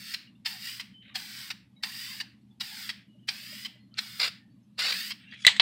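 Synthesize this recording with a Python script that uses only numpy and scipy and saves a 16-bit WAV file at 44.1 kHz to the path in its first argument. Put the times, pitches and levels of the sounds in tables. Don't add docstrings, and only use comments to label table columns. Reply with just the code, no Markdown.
import sys
import numpy as np
from scipy import signal
from scipy.fft import rfft, irfft, next_fast_len
from scipy.io import wavfile
from scipy.ndimage import uniform_filter1d, map_coordinates

SR = 44100
rng = np.random.default_rng(int(sys.argv[2]) if len(sys.argv) > 2 else 0)


def gain_from_decibels(decibels):
    exponent = np.asarray(decibels, float) / 20
    return 10 ** exponent


def file_out(sig):
    cols = np.atleast_2d(sig).T
    lim = np.clip(cols, -1, 1)
    pcm = np.round(lim * 32767).astype(np.int16)
    wavfile.write(sys.argv[1], SR, pcm)


N = 247401


def unit(x):
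    return x / np.sqrt(np.mean(x ** 2) + 1e-20)


def along(points, hz):
    f, v = np.transpose(points)
    return np.interp(np.log(hz + 1), np.log(f + 1), v)


def wobble(rate):
    knots = rng.standard_normal(int(N * rate / SR) + 4)
    return map_coordinates(knots, [np.arange(N) * rate / SR])


def rush(spectrum, patchy_db=0., lumps=1, size=4):
    z = signal.stft(lumps * rng.standard_normal(N), nperseg=512)[2]
    field = uniform_filter1d(rng.standard_normal(z.shape), size, 0)
    field = uniform_filter1d(field, 8, 1)
    x = signal.istft(z * gain_from_decibels(patchy_db * unit(field)), nperseg=512)[1][:N]
    m = next_fast_len(N + 8192)
    colour = gain_from_decibels(along(spectrum, np.fft.rfftfreq(m, 1 / SR)))
    return unit(irfft(rfft(x, m) * colour, m)[:N])


def spans(tables, order):
    t, gain = np.arange(N) / SR, np.zeros(N)
    for rows in tables:
        inside = (t > rows[0][0]) * (t < rows[-1][0])
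        gain += gain_from_decibels(np.interp(t, *np.transpose(rows)[[0, order]])) * inside
    return gain


def bursts(peaks, rise, hold, t60):
    sag_db_per_s = 249
    out = np.zeros(N)
    for (s, db), up, stay, _ in zip(peaks, *np.broadcast_arrays(rise, hold, np.zeros(len(peaks)))):
        near = np.arange(max(round((s - up) * SR), 0), min(round((s + .7) * SR), N))
        age = near / SR - s
        swell_db = -24 * np.clip(-age / up, 0, 1)
        sag_db = -sag_db_per_s * np.clip(age, 0, stay)
        decay_db = -60 * np.clip(age - stay, 0, 1) / t60
        out[near] += gain_from_decibels(db + swell_db + sag_db + decay_db)
    return out


# (frequency [Hz], density [dB per Hz])
FAN_RUMBLE = [(25, -56.5), (60, -24), (95, -21), (122, -11.5), (155, -18), (200, -3), (255, -14.5),
              (310, -21.5), (400, -36), (1200, -48), (3500, -45), (6400, -55.5), (12700, -56), (13200, -93)]
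# (frequency [Hz], level [dB])
MAINS_HUM = (120, -64)


def fan():
    t = np.arange(N) / SR
    hum_hz, hum_db = MAINS_HUM
    blade_hz, blade_db = 206, -71
    hum = gain_from_decibels(hum_db + 1.5 * wobble(12)) * np.sin(2 * np.pi * hum_hz * t + .3 * wobble(13))
    blade = gain_from_decibels(blade_db + 3 * wobble(8)) * np.sin(2 * np.pi * blade_hz * t + 1.5 * wobble(15))
    return gain_from_decibels(-58) * rush(FAN_RUMBLE, patchy_db=2.5, size=1) + hum + blade


# (time [s], level [dB])
THUD_TIMES = [(0.0, -65), (3.16, -63), (3.43, -67), (3.53, -61), (3.76, -65)]
# (frequency [Hz], density [dB per Hz])
THUD_BODY = [(480, -54), (560, -3.5), (610, 4.5), (660, -29), (740, -71)]


def thuds():
    rise_s, t60_s = .02, 0.087
    return bursts(THUD_TIMES, rise_s, 0, t60_s) * rush(THUD_BODY)


# (open [s], shut [s], hiss level [dB], low leak let through [dB], room tail let through [dB])
PRESSES = [(-.1, 0.155, -42.5, -14, 2.5), (0.452, 0.819, -42.5, 0.5, 2), (1.146, 1.524, -41.5, 1, -1.7),
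           (1.825, 2.224, -42, 1, -2.5), (2.599, 2.913, -43, -1.3, 1), (3.272, 3.674, -43.5, -2, 1),
           (3.98, 4.282, -44, -3.5, -2.4), (4.795, 5.117, -41.5, -21, -1.3)]


def valve():
    t, gain = np.arange(N) / SR, np.zeros(N)
    for on, off, db, _, _ in PRESSES:
        opening = np.clip((t - on + .002) / 0.0094, 0, 1) ** 1.5
        closing = np.clip((off - t + 0.001) / 0.011, 0, 1)
        dip_db = -4 * np.exp(-((t - off + .024) / .005) ** 2)
        gain += opening * closing * gain_from_decibels(db + dip_db)
    return gain


def passed(order):
    rows = np.array(PRESSES)
    return gain_from_decibels(rows[np.searchsorted(rows[1:, 0] - .02, np.arange(N) / SR), order])


# (frequency [Hz], density [dB per Hz])
JET_COLOUR = [(790, -39.5), (1350, -8.5), (1930, -2.5), (2500, -4.5), (3510, -1.5), (4010, -4.5), (4920, 2),
              (5680, -9.5), (6630, -14), (8570, -10), (9790, -18), (12400, -15.5), (15100, -11),
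              (15700, -13.5)]


def hiss():
    jet = rush(JET_COLOUR, patchy_db=0.5, lumps=gain_from_decibels(0.73 * wobble(250)))
    return valve() * gain_from_decibels(2.3 * wobble(12)) * jet


SURFACES = [
    (.4, .2),
    (1, .32),
    (2, .42),
    (2.9, .22),
]
# (time [s], round trip to the tube [ms])
HAND_PATH = [(-.1, 1.1), (.163, 1.09), (.452, 1.12), (.816, 0.98), (1.152, 1.155), (1.515, 1.36),
             (1.825, 1.165), (2.219, 0.93), (2.606, 1.01), (2.908, 1.54), (3.275, 1.3), (3.666, 1.01),
             (3.979, 1.33), (4.291, 1.52), (4.799, 1.41), (5.124, 0.97)]


def nearby(x):
    path_ms = np.interp(np.arange(N) / SR, *np.transpose(HAND_PATH))
    out = x.copy()
    for multiple, gain in SURFACES:
        delay = (multiple * path_ms + .05 * wobble(4)) * SR / 1000
        out += gain * map_coordinates(x, [np.arange(N) - delay], order=3)
    return out / np.sqrt(1 + sum(g * g for _, g in SURFACES))


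# (frequency [Hz], t60 [s])
ROOM_DECAY = [(500, 0.34), (2000, 0.6), (5000, 0.33), (12000, 0.3)]


def shop(x, knee=0.12):
    hz, t, z = signal.stft(x, SR, nperseg=256)
    lag = t[:150] - .004
    decay_db = -60 * lag / along(ROOM_DECAY, hz)[:, None] - 140 * np.clip(lag - knee, 0, 1)
    fall = (lag > 0) * gain_from_decibels(2 * decay_db)
    fall = fall / fall.sum(axis=1, keepdims=True)
    power = uniform_filter1d(abs(z) ** 2, size=3, axis=0)
    energy = signal.fftconvolve(power, fall, axes=1)[:, :len(t)]
    air = signal.stft(rush([(20, 0)], patchy_db=-0.5, size=2), SR, nperseg=256)[2]
    air = air / np.sqrt(np.mean(abs(air) ** 2))
    return signal.istft(np.sqrt(abs(energy)) * air, SR, nperseg=256)[1][:N]


# (frequency [Hz], density [dB per Hz])
LEAK_BANDS = [
    [(400, -60), (470, -8), (600, 0), (680, -6), (740, -60)],
    [(660, -60), (730, 0), (950, 0), (1030, -60)],
    [(900, -60), (990, 0), (1300, 0), (1420, -60)],
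]
# (share of a spit [dB], t60 while the jet runs [s], resting leak [dB])
LEAK_RULE = [(-54, 0.17, -92), (-33, 0.43, -92), (-34, .5, -92.5)]
JET_LEAK_DB = [-61, -46, -34]


def leaks():
    shut_t60_s, flicker_db = 0.15, 6
    first, last = np.array(OPEN_SPITS), np.array(SHUT_SPITS)
    flow, share, out = valve(), passed(order=3), np.zeros(N)
    shut = bursts(last[:, :2], SHUT_RISE_S, last[:, 2], shut_t60_s)
    for band, (spit_db, t60, rest_db), jet_db in zip(LEAK_BANDS, LEAK_RULE, JET_LEAK_DB):
        opened = bursts(first[:, :2], first[:, 2], 0, t60) * (flow > 0)
        driven = gain_from_decibels(spit_db) * (opened + shut) + gain_from_decibels(jet_db) * flow
        fading = share * driven + gain_from_decibels(rest_db)
        out += fading * gain_from_decibels(flicker_db * wobble(9)) * rush(band, patchy_db=4.5, size=1)
    return out


# (peak time [s], peak level [dB], build-up [s])
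OPEN_SPITS = [(.463, -26, .015), (1.159, -27, 0.016), (1.836, -23, 0.0032), (2.611, -27, .012),
              (3.289, -22.5, 0.0093), (3.987, -26.5, 0.016)]
# (peak time [s], peak level [dB], hold [s])
SHUT_SPITS = [(0.1393, -27, 0.0059), (.798, -31.5, 0.014), (1.5044, -28, 0.0075), (2.202, -31, 0.013),
              (2.8926, -30, 0.0099), (3.649, -32.5, .014), (5.1065, -30, 0.015)]
SHUT_RISE_S = 0.0028
# (frequency [Hz], density [dB per Hz])
SPIT_COLOUR = [(470, -53), (800, -22.5), (1300, -8.5), (1780, -3), (3190, -0.5), (3440, -2.5), (4750, 2),
               (5450, -5), (6250, -20.5), (7910, -17), (9780, -24), (15700, -43.5)]


def spit():
    open_hold_s, open_t60_s, shut_t60_s = 0.0023, 0.048, 0.043
    first, last = np.array(OPEN_SPITS), np.array(SHUT_SPITS)
    gain = bursts(first[:, :2], first[:, 2], open_hold_s, open_t60_s)
    gain += bursts(last[:, :2], SHUT_RISE_S, last[:, 2], shut_t60_s)
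    return gain * rush(SPIT_COLOUR, patchy_db=1.5, lumps=gain_from_decibels(1.6 * wobble(400)))


# (time [s], frequency [Hz], peak level [dB], t60 [s])
TICKS = [(.272, 2850, -49.5, 0.085), (.352, 3600, -64, 0.096), (.352, 2820, -62, .08),
         (.935, 3064, -50.5, 0.57), (1.025, 3100, -42, .02), (1.095, 1170, -60, 0.19),
         (1.763, 3850, -57, 0.15), (1.763, 2190, -65, .1), (1.808, 1911, -63, .15), (2.415, 7800, -77, .06),
         (2.415, 4350, -70.5, .06), (2.508, 3450, -62.5, 0.097), (3.084, 2920, -65, 0.4),
         (3.145, 2880, -68.5, .3), (3.191, 3100, -70, 0.22), (3.22, 2930, -68, 0.86),
         (3.755, 2000, -64, 0.33), (3.79, 4250, -70, 0.4), (3.91, 3050, -67, .3), (3.93, 1344, -62, 0.36),
         (3.9415, 4380, -23.5, .005), (4.335, 4550, -65, .05), (4.4, 1810, -64, 0.33),
         (4.5, 4500, -74, 0.29), (4.63, 6300, -74.5, .1), (4.63, 5350, -77, 0.091), (4.755, 4250, -70, .2),
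         (5.21, 8270, -71, 0.22), (5.269, 2750, -50, .3), (5.312, 4670, -52, 0.073)]


def ticks():
    out, age = np.zeros(N + SR), np.arange(SR // 2) / SR
    waver = np.pad(wobble(170), (0, SR))
    for s, hz, db, t60 in TICKS:
        i = round(s * SR)
        rise_s = 0.0083 * t60 + SR ** -.75
        swell = (1 - np.exp(-age / rise_s)) ** 2
        line = np.sin(2 * np.pi * hz * age + .95 * waver[i:i + len(age)])
        out[i:i + len(age)] += gain_from_decibels(db - 60 * age / t60) * swell * line
    return out[:N] * gain_from_decibels(2.5 * wobble(90))


# (time [s], level [dB], brightness [dB])
ROLLS = [
    [(1.021, -59.5, -34), (1.065, -55.5, -42), (1.1, -53.5, -40), (1.15, -62, -40)],
    [(3.943, -61, -10), (3.96, -65, -11), (3.978, -57, -18)],
    [(5.2, -56.5, -32), (5.23, -59, -30), (5.3, -57, -23), (5.325, -51, -22), (5.345, -53, -11),
     (5.365, -53, -21), (5.43, -57, 4.5), (5.448, -44, -17)],
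]
# (frequency [Hz], density [dB per Hz])
ROLL_DULL = [(900, -60.5), (1300, -10), (1900, -4.5), (2800, -0.5), (3950, -5), (4250, -18), (5500, -55)]
ROLL_BRIGHT = [(3500, -42), (4500, 11), (5500, 9.5), (8000, -1), (10800, -7), (12000, -47)]
SKID_COLOUR = [(1100, -24), (1500, -11.5), (1900, 4), (2300, -7), (4500, -13.5), (6000, -48)]
# (time [s], level [dB])
SKIDS = [(1.025, -69), (2.272, -61.5), (5.232, -60), (5.324, -44.5), (5.336, -47), (5.426, -62)]


def roll():
    rise_s, hold_s, t60_s = 0.0033, 0.0032, 0.086
    grit = gain_from_decibels(2.5 * wobble(150))
    dull = rush(ROLL_DULL, patchy_db=4.5, lumps=grit, size=2)
    bright = rush(ROLL_BRIGHT, patchy_db=4.5, lumps=grit, size=2)
    skids = bursts(SKIDS, rise_s, hold_s, t60_s) * rush(SKID_COLOUR, lumps=grit)
    return spans(ROLLS, order=1) * (dull + spans(ROLLS, order=2) * bright) + skids


# (time [s], level [dB])
SPUTTERS = [
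    [(4.194, -37.5), (4.2, -25), (4.24, -26.5), (4.265, -28.5), (4.271, -39), (4.281, -28), (4.29, -42),
     (4.297, -53)],
    [(4.772, -67), (4.785, -32.5), (4.792, -23), (4.81, -28), (4.885, -25.5), (4.93, -31), (4.975, -43.5),
     (5.04, -55)],
]
# (frequency [Hz], density [dB per Hz])
SPUTTER_COLOUR = [(210, -59), (350, -28), (474, -26), (1020, -16.5), (1210, -19.5), (1490, -5.5),
                  (1640, -7.5), (2680, -1), (3300, -8), (4680, 3), (6140, -21.5), (7080, -16.5),
                  (11400, -29.5), (15700, -30.5)]


def sputter():
    lumpy = rush(SPUTTER_COLOUR, patchy_db=1.5, lumps=gain_from_decibels(2.5 * wobble(160)))
    return spans(SPUTTERS, order=1) * lumpy


# (frequency [Hz], density [dB per Hz])
GULP_BODY = [(250, -48.5), (380, -18), (480, 3), (800, -6.5), (1300, 6.5), (1500, -49.5)]


def gulps():
    return gain_from_decibels(-20.5) * spans(SPUTTERS, order=1) * rush(GULP_BODY)


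# (time [s], peak level [dB], low wall mode [dB], high clack [dB], clack t60 [s])
STRIKES = [
    (5.4492, -17, 14, -5, 0.04),
    (5.4662, 1.45, -14.5, -1.5, 0.02),
    (5.4738, -1.5, -29, -15, 0.0054),
    (5.4778, -15.5, 18, -14, 0.078),
    (5.564, -29, 6, -7, 0.062),
    (5.597, -1.5, -44, -37, 0.034),
    (5.603, -6, -44, -31, 0.014),
]
# (frequency [Hz], level [dB], t60 [s])
WALL_MODES = [(2000, -3.5, 0.025), (3230, -7, 0.01), (3710, -20, 0.061), (3940, 2.5, 0.025),
              (4660, -4, 0.012), (8400, -36.5, 0.03)]
# (frequency [Hz], density [dB per Hz])
CLACK_BODY = [(180, -54), (300, -30.5), (1020, -13), (1350, -16), (1800, -7), (2220, -4.5), (3820, 1),
              (7000, -33), (9100, -69), (15400, -120)]
CLACK_SNAP = [(4000, -37), (5500, -2), (8000, 9), (9500, -14.5), (15800, -20)]


def strikes():
    out, t = np.zeros(N + SR), np.arange(SR // 4) / SR
    clack, snap = np.pad(rush(CLACK_BODY), (0, SR)), np.pad(rush(CLACK_SNAP), (0, SR))
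    contact = 1 - np.exp(-(t / 0.00056) ** 2)
    for s, db, low_db, high_db, t60 in STRIKES:
        rings = []
        for hz, mode_db, life in WALL_MODES:
            vary_db = 0.5 * rng.standard_normal()
            rings.append(gain_from_decibels(mode_db + vary_db - 60 * t / life) * np.sin(2 * np.pi * hz * t))
        i = round(s * SR)
        noise = clack[i:i + len(t)] + gain_from_decibels(high_db - 7.5) * snap[i:i + len(t)]
        noise = noise * (0.48 * gain_from_decibels(-60 * t / t60) + 0.044 * gain_from_decibels(-60 * t / 0.19))
        blow = gain_from_decibels(low_db) * rings[0] + 0.5 * sum(rings[1:]) + noise
        out[i:i + len(t)] += gain_from_decibels(db) * contact * blow
    thump = gain_from_decibels(-24) * t / 0.0009 * np.exp(1 - t / 0.00056)
    out[round(STRIKES[1][0] * SR):][:len(t)] += thump
    return out[:N]


def scene():
    spray = nearby(hiss() + spit() + sputter())
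    can = ticks() + roll() + strikes()
    room = gain_from_decibels(-13) * passed(order=4) * shop(spray) + gain_from_decibels(-19.5) * shop(can)
    return (fan() + thuds() + spray + can + room + leaks() + gulps())[None]


def top_cut(x):
    return signal.sosfilt(signal.butter(12, 16690, fs=SR, output="sos"), x)


def record(dry):
    top_hz, slope_hz = 15950, 250
    m = next_fast_len(N + 8192)
    edge = np.clip((top_hz - np.fft.rfftfreq(m, 1 / SR)) / slope_hz, 0, 1)
    heard = irfft(rfft(dry, m) * np.sin(edge * np.pi / 2) ** 2, m)[:, :N]
    mix = heard / (1 + heard ** 6) ** (1 / 6)
    return top_cut(mix)


dry = scene()
out = record(dry)
file_out(out)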